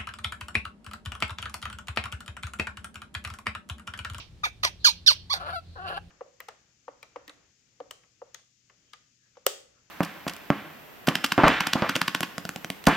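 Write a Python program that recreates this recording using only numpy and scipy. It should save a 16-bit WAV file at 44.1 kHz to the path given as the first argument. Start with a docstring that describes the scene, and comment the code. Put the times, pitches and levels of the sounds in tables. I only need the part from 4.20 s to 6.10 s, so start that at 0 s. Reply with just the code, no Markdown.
"""A hungry baby monkey shrieks five times in a walled yard, each cry rising, then sliding down and roughening.
The last sinks into a grumble and a short coo; a second hoarse grumble ends in a squeak.
Voice: pulse-train folds and gated air noise through a throat filter, then two ports, left one leading.
Yard: discrete near echoes plus decaying noise; an earlier cry's ring is fading noise.
Background: coloured noise for rumble, hiss and blanket rustles; wavering sines for hum."""
import sys
import numpy as np
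from scipy import signal
from scipy.fft import rfft, irfft
from scipy.io import wavfile
from scipy.ndimage import uniform_filter1d

SR = 44100
rng = np.random.default_rng(int(sys.argv[2]) if len(sys.argv) > 2 else 0)


def waveform_to_disk(signal):
    """Save audio, clipped to [-1, 1], as 16-bit WAV at the path in sys.argv[1]."""
    frames = np.transpose(np.atleast_2d(signal))
    scaled = np.clip(frames, -1, 1) * 32767
    samples = np.round(scaled).astype(np.int16)
    wavfile.write(sys.argv[1], SR, samples)


N = 83790
T = np.arange(N) / SR
HZ = np.fft.rfftfreq(2 * N, 1 / SR)
EDGE_HZ = 15850  # limit of the voice harmonics and of the recorder


def amp(db):
    """Decibels to gain."""
    return 10 ** (np.asarray(db) / 20)


def unit(x):
    """Scales to rms 1."""
    return x / np.sqrt(np.mean(x ** 2) + 1e-20)


def read(points, hz=HZ):
    """Interpolates a table linearly on a log-frequency axis."""
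    f, value = np.transpose(points)
    return np.interp(np.log(hz + 1), np.log(f + 1), value)


def envelope(points):
    """Gain over time from a (time [s], level [dB]) table, linear in dB."""
    return amp(np.interp(T, *np.transpose(points)))


def colour(x, gain):
    """Filters by a gain for each frequency."""
    return irfft(rfft(x, 2 * N) * gain)[..., :N]


def wander(rate_hz):
    """Low-passed noise of rms 1."""
    return unit(colour(rng.standard_normal(N), np.exp(-(HZ / rate_hz) ** 2)))


# ring spectrum, relative: (frequency [Hz], level [dB])
RING_SPECTRUM = [(300, -29), (1100, -4.5), (1700, -16), (2300, -1.5), (3100, 0.5), (4400, -4), (5600, -5.5),
                 (7500, -27), (13000, -41), (16000, -40)]
RING_START_DB, RING_DECAY_DB_PER_S = -40.5, 269  # start level is before the port trim


def dying_ring():
    """The yard still rings from a cry just before: coloured noise decaying exponentially."""
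    noise = unit(colour(rng.standard_normal((2, N)), amp(read(RING_SPECTRUM))))
    decay = amp(RING_START_DB - RING_DECAY_DB_PER_S * T)
    port_trim = amp([[-3], [2]])
    return noise * decay * port_trim


# air spectrum, relative density: (frequency [Hz], level [dB per Hz])
AIR_SPECTRUM = [(20, -14), (60, 2.5), (110, -3.5), (160, -11), (260, -16.5), (500, -24.5), (1000, -30.5),
                (2000, -31.5), (4200, -31.5), (7000, -39), (12000, -50.5), (16000, -53)]
# left-right likeness of the air: (frequency [Hz], correlation [-1..1])
AIR_LIKENESS = [(25, 0.37), (90, 0.94), (200, .8), (500, .5), (2000, .2), (10000, .1)]
AIR_DB = -51.5


def air():
    """Low rumble and faint hiss: coloured noise, partly shared by the two ports."""
    left, other = rng.standard_normal((2, N))
    same = np.clip(read(AIR_LIKENESS), -1, 1)
    right = colour(left, same) + colour(other, np.sqrt(1 - same ** 2))
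    return amp(AIR_DB) * unit(colour(np.array([left, right]), amp(read(AIR_SPECTRUM))))


# hum lines before drift and overall level: (frequency [Hz], level [dB])
HUM_LINES = [(85.5, -56), (172, -61)]
# overall hum level: (time [s], level [dB])
HUM_LEVEL = [(0, -9), (.45, -2), (.9, 2), (1.5, 3.5), (1.9, 2.5)]
HUM_DRIFT, HUM_DRIFT_HZ = 0.016, 6  # rms fraction, rate
HUM_SWELL, HUM_SWELL_HZ = 0.46, 8


def hum():
    """Wavering hum, as of a distant motor: sines with common frequency drift and separate swells."""
    drift = 1 + HUM_DRIFT * wander(HUM_DRIFT_HZ)
    total = 0
    for hz, db in HUM_LINES:
        sine = np.sin(2 * np.pi * np.cumsum(hz * drift) / SR)
        swell = 1 + HUM_SWELL * wander(HUM_SWELL_HZ)
        total = total + amp(db) * unit(sine * swell)
    return total * envelope(HUM_LEVEL)


# colour of the clear voice, top harmonics weakened: (frequency [Hz], gain [dB])
CLEAR_COLOUR = [(300, 0), (5500, 0), (8500, -6), (11000, -10), (15000, -14)]
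# colour of the rasp: (frequency [Hz], gain [dB])
RASP_COLOUR = [(300, -2.5), (900, -6), (1600, 4.5), (3000, 1.5), (6000, 3.5), (9000, 5), (12000, 5)]
JITTER, JITTER_HZ = .075, 306.3  # rms pitch fraction at full roughness, rate
WAVER, WAVER_HZ = 0.0086, 90  # rms pitch fraction at any roughness, rate
SHIMMER, SHIMMER_HZ = 1, 450  # rms amplitude fraction at full roughness, rate
PUFF_GATE = 0.23  # modulation depth of the air by the fold cycle


def folds(turn, mean_pitch_hz):
    """Vocal folds: band-limited pulse train, all harmonics up to the band edge."""
    count = np.floor(EDGE_HZ / mean_pitch_hz)
    pulses = np.sin((count + .5) * turn) / (2 * np.sin(turn / 2) + 1e-12) - .5
    return colour(unit(pulses), amp(read(CLEAR_COLOUR)))


def air_puffs(turn):
    """Rasp: turbulence noise gated once per fold cycle."""
    gated = (1 + PUFF_GATE * np.cos(turn)) * rng.standard_normal(N)
    return colour(unit(gated), amp(read(RASP_COLOUR)))


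FIZZ_HZ, MOUTH_WIDTH_HZ = 7410, 275


def vocal_tract(throat, mouth, fizz_db):
    """Throat curve plus mouth resonances and fizz, as a minimum-phase response."""
    shape_db = read(throat) + fizz_db * np.clip(2 * (HZ / FIZZ_HZ - 1), 0, 1)
    for f, db in mouth:
        shape_db = shape_db + db / (1 + ((HZ - f) / MOUTH_WIDTH_HZ) ** 2)
    log_gain = np.log(amp(np.r_[shape_db, shape_db[-2:0:-1]]))
    return np.exp(signal.hilbert(log_gain).conj())[:N + 1]


SPLIT_HZ, SPLIT_SLOPE_HZ = 2050, 80
FADE_IN_S, FADE_OUT_S = 0.0069, .005


def call(curve, mouth, fizz_db, alternation, throat, low_rough):
    """Folds, steady or chaotic, mixed with puffs through the tract; low band less rough than treble."""
    times, *columns = np.transpose(curve)
    pitch_hz, rough, low_db, high_db = (np.interp(T, times, c) for c in columns)
    rough = np.clip(rough, 0, 1)
    hz = pitch_hz * (1 + JITTER * rough * wander(JITTER_HZ) + WAVER * wander(WAVER_HZ))
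    turn = 2 * np.pi * np.cumsum(hz) / SR
    clear = folds(turn, pitch_hz.mean())
    # cos(turn / 2) makes alternate pulses strong and weak
    shake = SHIMMER * wander(SHIMMER_HZ) + 2 * alternation * np.cos(turn / 2)
    rasp = air_puffs(turn)
    tract = vocal_tract(throat, mouth, fizz_db)
    below = .5 - .5 * np.tanh((HZ - SPLIT_HZ) / SPLIT_SLOPE_HZ)
    out = 0
    for part, r, db in ((below, rough * low_rough, low_db), (1 - below, rough, high_db)):
        voice = (1 - r) * clear * (1 + r * shake) + r * rasp
        band = colour(voice, tract * part)
        # level each band over about 7 ms, then apply its curve
        local_rms = np.sqrt(abs(uniform_filter1d(band ** 2, size=300)) + 1e-12)
        out = out + amp(db) * band / local_rms
    fade_in = np.clip((T - times[0]) / FADE_IN_S, 0, 1)
    fade_out = np.clip((times[-1] - T) / FADE_OUT_S + 1, 0, 1)
    return out * fade_in * fade_out


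# shriek curves, levels before the direct and echo gains:
# (time [s], pitch [Hz], roughness [0-1], level below split [dB], level above split [dB])
SHRIEK_1 = [(0.232, 1154, 0.58, -33.5, -52.5), (0.236, 1223, 0.48, -28, -32.5),
            (0.243, 1233, 0.22, -21.5, -27.5), (0.249, 1189, 0.24, -40.5, -24.5),
            (0.256, 991, 0.48, -32, -28.5), (0.264, 774, 0.65, -30.5, -36), (0.274, 710, 0.83, -41, -44.5),
            (0.288, 593, 1, -59, -45.5)]
SHRIEK_2 = [(0.429, 1107, 0.7, -60, -35), (0.435, 1200, 0.54, -21, -21.5), (0.443, 1251, 0.59, -31, -30.5),
            (0.451, 1113, 0.53, -22.5, -17), (0.46, 1023, 0.29, -33, -36), (0.476, 873, 0.57, -35, -31.5),
            (0.492, 726, 0.5, -53, -47.5)]
SHRIEK_3 = [(0.642, 1493, 0.52, -43, -25.5), (0.649, 1685, 0.14, -13, -13), (0.655, 1448, 0.078, -23, -13),
            (0.664, 1317, 0.52, -32, -13.5), (0.677, 1122, 0.15, -26.5, -14.5),
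            (0.682, 1048, 0.3, -32.5, -18.5), (0.688, 1000, 0.46, -28.5, -19.5),
            (0.703, 836, 0.29, -47, -28.5), (0.716, 794, 0.27, -58, -33)]
SHRIEK_4 = [(0.861, 1650, 0.4, -28, -30), (0.865, 1756, 0.2, -30, -15.5), (0.87, 1866, 0.12, -55, -20),
            (0.875, 1857, 0.2, -43, -11.5), (0.881, 1580, 0.08, -17, -10), (0.89, 1457, 0.06, -30.5, -10),
            (0.9, 1391, 0.15, -31, -20), (0.908, 1103, 0.45, -30.5, -18), (0.92, 963, 0.65, -32, -27),
            (0.934, 803, 0.8, -82, -32.5)]
SHRIEK_5 = [(1.095, 850, 0.26, -43.5, -42), (1.105, 1087, 0.08, -34.5, -28), (1.117, 1172, 0.049, -29, -26),
            (1.125, 1114, 0.082, -31, -27), (1.132, 953, 0.21, -39, -22), (1.141, 791, 0.53, -29, -24.5),
            (1.147, 733, 0.6, -38.5, -33), (1.162, 769, 1, -38, -39), (1.178, 710, 0.61, -49, -43.5)]
# shriek settings: (curve, mouth resonances [(frequency [Hz], lift [dB])], fizz [dB], pulse alternation [0-1])
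SHRIEKS = [(SHRIEK_1, [(2380, 15.5), (3650, 12.5), (6500, 14)], 11, .1), (SHRIEK_2, [(3300, 6),
           (1210, -4.5), (6100, 3.5)], 5.1, .1), (SHRIEK_3, [(4150, 8), (1934, -11), (6600, 10)], 9, 0.11),
           (SHRIEK_4, [(4370, 6), (2360, -8.5), (6440, -7)], 3.5, 0.072), (SHRIEK_5, [(4460, 9),
           (2980, -16.5), (3430, 14.5)], 8.5, 0.049)]
# throat with the mouth wide open: (frequency [Hz], gain [dB])
OPEN_THROAT = [(150, -44.5), (350, -12), (550, -3.5), (1100, -5), (1700, -3), (2000, -3.5), (2450, -5),
               (2900, -5.5), (3450, -4.5), (4400, 2), (5700, -6.5), (6600, -13), (7400, -19.5),
               (8900, -17.5), (10800, -39), (12800, -22), (15800, -43.5)]


def shriek_calls():
    """Five cries with the mouth wide open, roughness reduced below the split."""
    return sum(call(*row, OPEN_THROAT, low_rough=.56) for row in SHRIEKS)


# port balance: (frequency [Hz], left minus right [dB])
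BALANCE_DB = [(200, 18.5), (450, 5.5), (800, 4.5), (1200, 5), (1800, 1.5), (2700, -7.5), (3500, -2.5),
              (4400, -11.5), (5100, -9), (6400, -5.5), (9500, 1), (12700, -5), (15000, -7)]
# phase lead of the left port: (frequency [Hz], lead [rad])
LEAD_RAD = [(50, 10.5), (500, 0.02), (1100, 1.43), (1900, 3.5), (3000, 4.5), (4300, 3), (5000, 4.5),
            (7000, 8.5), (9000, 11), (12500, 14), (16000, 16.5)]


def microphones(x, lag_s):
    """Two ports of different colour, the left leading in phase; lag_s adds lead, in full from 3 kHz."""
    sides = np.array([[.5], [-.5]])
    tilt = amp(read(BALANCE_DB) * sides)
    tilt = tilt / np.sqrt((tilt ** 2).mean(0))
    lead_rad = read(LEAD_RAD) + 2 * np.pi * HZ * lag_s * np.clip(HZ / 3000, 0, 1)
    return colour(x, tilt * np.exp(1j * lead_rad * sides))


# tail decay: (frequency [Hz], t60 [s])
YARD_T60_S = [(200, 0.84), (1000, 0.15), (2400, 0.22), (4500, 0.43), (7000, 0.11), (14000, 0.22)]
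# tail spectrum before tail_db and port trim: (frequency [Hz], level [dB])
YARD_DB = [(200, -5.5), (1000, -18), (1900, -20), (2400, -8), (3200, -14.5), (4500, -29), (6000, -12.5),
           (7500, -9.5), (10000, -13.5), (14000, -22)]
# near echoes before scatter and echo_db: (delay [s], gain [dB])
ECHOES = [(.0031, -16), (.0058, -17.5), (.0094, -12.5), (0.013, -34), (0.022, -31.5)]


def yard(x, echo_db, tail_db):
    """Near echoes from table and wall, plus a diffuse tail with frequency-dependent decay."""
    hz, t, z = signal.stft(rng.standard_normal((2, N)), SR, nperseg=256)
    t60_s = read(YARD_T60_S, hz)[:, None]
    decay = 1e-3 ** (t / t60_s)
    equal_energy = np.sqrt(np.log(1e6) / t60_s / SR)
    tail = signal.istft(z * decay * equal_energy, SR, nperseg=256)[1][:, :N]
    onset = np.minimum(T / 0.002, 1)
    response = colour(tail * onset, amp(read(YARD_DB) + tail_db)) * amp([[-1.5], [1.5]])
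    for delay_s, db in ECHOES:
        # each port's delay is scattered by up to 15 %
        index = (delay_s * SR * rng.uniform(.85, 1.15, 2)).astype(int)
        response[[0, 1], index] += amp(db + echo_db)
    return signal.fftconvolve(x[None], response, axes=1)[:, :N]


# rustle level: (time [s], level [dB])
SHUFFLE_LEVEL = [(.57, -85), (.605, -58.5), (.66, -51), (.7, -78.5), (1.4, -73), (1.5, -63), (1.58, -61.5),
                 (1.66, -84)]
SHUFFLE_HZ, SHUFFLE_WIDTH_HZ = 4140, 510


def shuffle():
    """Faint rustles as the monkey shifts on the blanket: resonance-shaped noise."""
    resonance = 1 / (1 + ((HZ - SHUFFLE_HZ) / SHUFFLE_WIDTH_HZ) ** 2)
    hiss = unit(colour(rng.standard_normal((2, N)), resonance))
    return hiss * envelope(SHUFFLE_LEVEL)


# whimper curves, levels before flutter and the direct and echo gains:
# (time [s], pitch [Hz], roughness [0-1], level below split [dB], level above split [dB])
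GRUMBLE_1 = [(1.165, 370, 0.46, -36, -66), (1.19, 333.5, 0.47, -41.5, -49.5),
             (1.215, 385.4, 0.54, -34.5, -49.5), (1.232, 288.2, 0.32, -39.5, -54.5),
             (1.268, 304.3, 0.31, -36.5, -48.5), (1.293, 354.5, 0.79, -32, -49),
             (1.312, 321, 0.37, -40.5, -47.5), (1.335, 336.4, 0.5, -34, -54)]
COO = [(1.322, 659, 0.32, -38.5, -47.5), (1.343, 770.4, 0.1, -26, -40), (1.352, 754, 0.1, -33.5, -41.5),
       (1.362, 682, 0.06, -29, -42), (1.385, 665.6, 0.031, -35, -47), (1.396, 647, 0.08, -48, -58),
       (1.403, 640, 0.2, -68, -62)]
GRUMBLE_2 = [(1.553, 498.7, 0.37, -52, -57), (1.563, 514, 0.24, -40, -71), (1.58, 393.3, 0.3, -42, -58.5),
             (1.602, 358.6, 0.2, -37.5, -61.5), (1.63, 381.8, 0.27, -41.5, -55),
             (1.657, 385.5, 0.22, -34.5, -52), (1.685, 333.9, 0.48, -37.5, -38.5),
             (1.706, 394.6, 0.82, -32.5, -46), (1.728, 360.7, 0.71, -36, -49.5),
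             (1.757, 340.2, 0.15, -38.5, -44), (1.777, 407.3, 0.65, -33.5, -39),
             (1.787, 421, 0.6, -64, -64)]
SQUEAK = [(1.763, 730.4, 0.32, -46, -58.5), (1.773, 778, 0.12, -34, -52), (1.779, 807, .15, -24.5, -48),
          (1.785, 790, .3, -55, -62)]
# whimper settings: (curve, mouth resonances [(frequency [Hz], lift [dB])], fizz [dB], pulse alternation [0-1])
WHIMPERS = [(GRUMBLE_1, [(1350, 3), (2900, 1.2)], 0, 0.4), (COO, [(720, -4), (2950, -10)], 9, 0.069),
            (GRUMBLE_2, [(2793, 9.5), (2200, -5.5), (1196, -3.5), (1644, 2)], 0.81, 0.17),
            (SQUEAK, [(1580, 2), (3000, 5)], 0, 0.17)]
# throat with the mouth nearly shut: (frequency [Hz], gain [dB])
SHUT_THROAT = [(150, -35), (370, -10.5), (550, 1), (750, 3.5), (950, -3.5), (1400, 5.5), (1700, -5),
               (1950, -21), (2400, -19), (2850, -14), (3650, -20), (4500, -15), (5500, -39), (7700, -42.5),
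               (9500, -34), (12000, -37), (14500, -50), (15800, -46)]
FLUTTER, FLUTTER_HZ = 0.25, 60.5  # rms amplitude fraction, rate


def whimper_calls():
    """Grumbles, coo and squeak with the mouth nearly shut, amplitude fluttering at random."""
    calls = sum(call(*row, SHUT_THROAT, low_rough=.8) for row in WHIMPERS)
    return calls * (1 + FLUTTER * wander(FLUTTER_HZ))


WALL_LAG_S = 0.00021  # extra lead of the left port once the head is turned


def scene():
    """Shrieks in the open, then whimpers turned away, with stronger wall echoes; ring and background below."""
    shrieks = shriek_calls()
    whimpers = whimper_calls()
    direct = microphones(amp(.8) * shrieks, 0)
    direct = direct + microphones(amp(-0.36) * whimpers, WALL_LAG_S)
    reflected = yard(shrieks, echo_db=-1.0, tail_db=1.5)
    reflected = reflected + yard(whimpers, echo_db=1.0, tail_db=-0.5)
    return direct + reflected + dying_ring() + shuffle() + air() + hum()


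KNEE, CEILING = .82, .98  # full scale = 1


def record(dry):
    """Peaks beyond the knee are rounded off by tanh, then the recorder's band limit."""
    within = np.clip(dry, -KNEE, KNEE)
    room = CEILING - KNEE
    soft = within + room * np.tanh((dry - within) / room)
    low_pass = signal.firwin(511, EDGE_HZ, window=("kaiser", 9), fs=SR)
    return signal.oaconvolve(soft, low_pass[None], "same")


dry = scene()
out = record(dry)
waveform_to_disk(out)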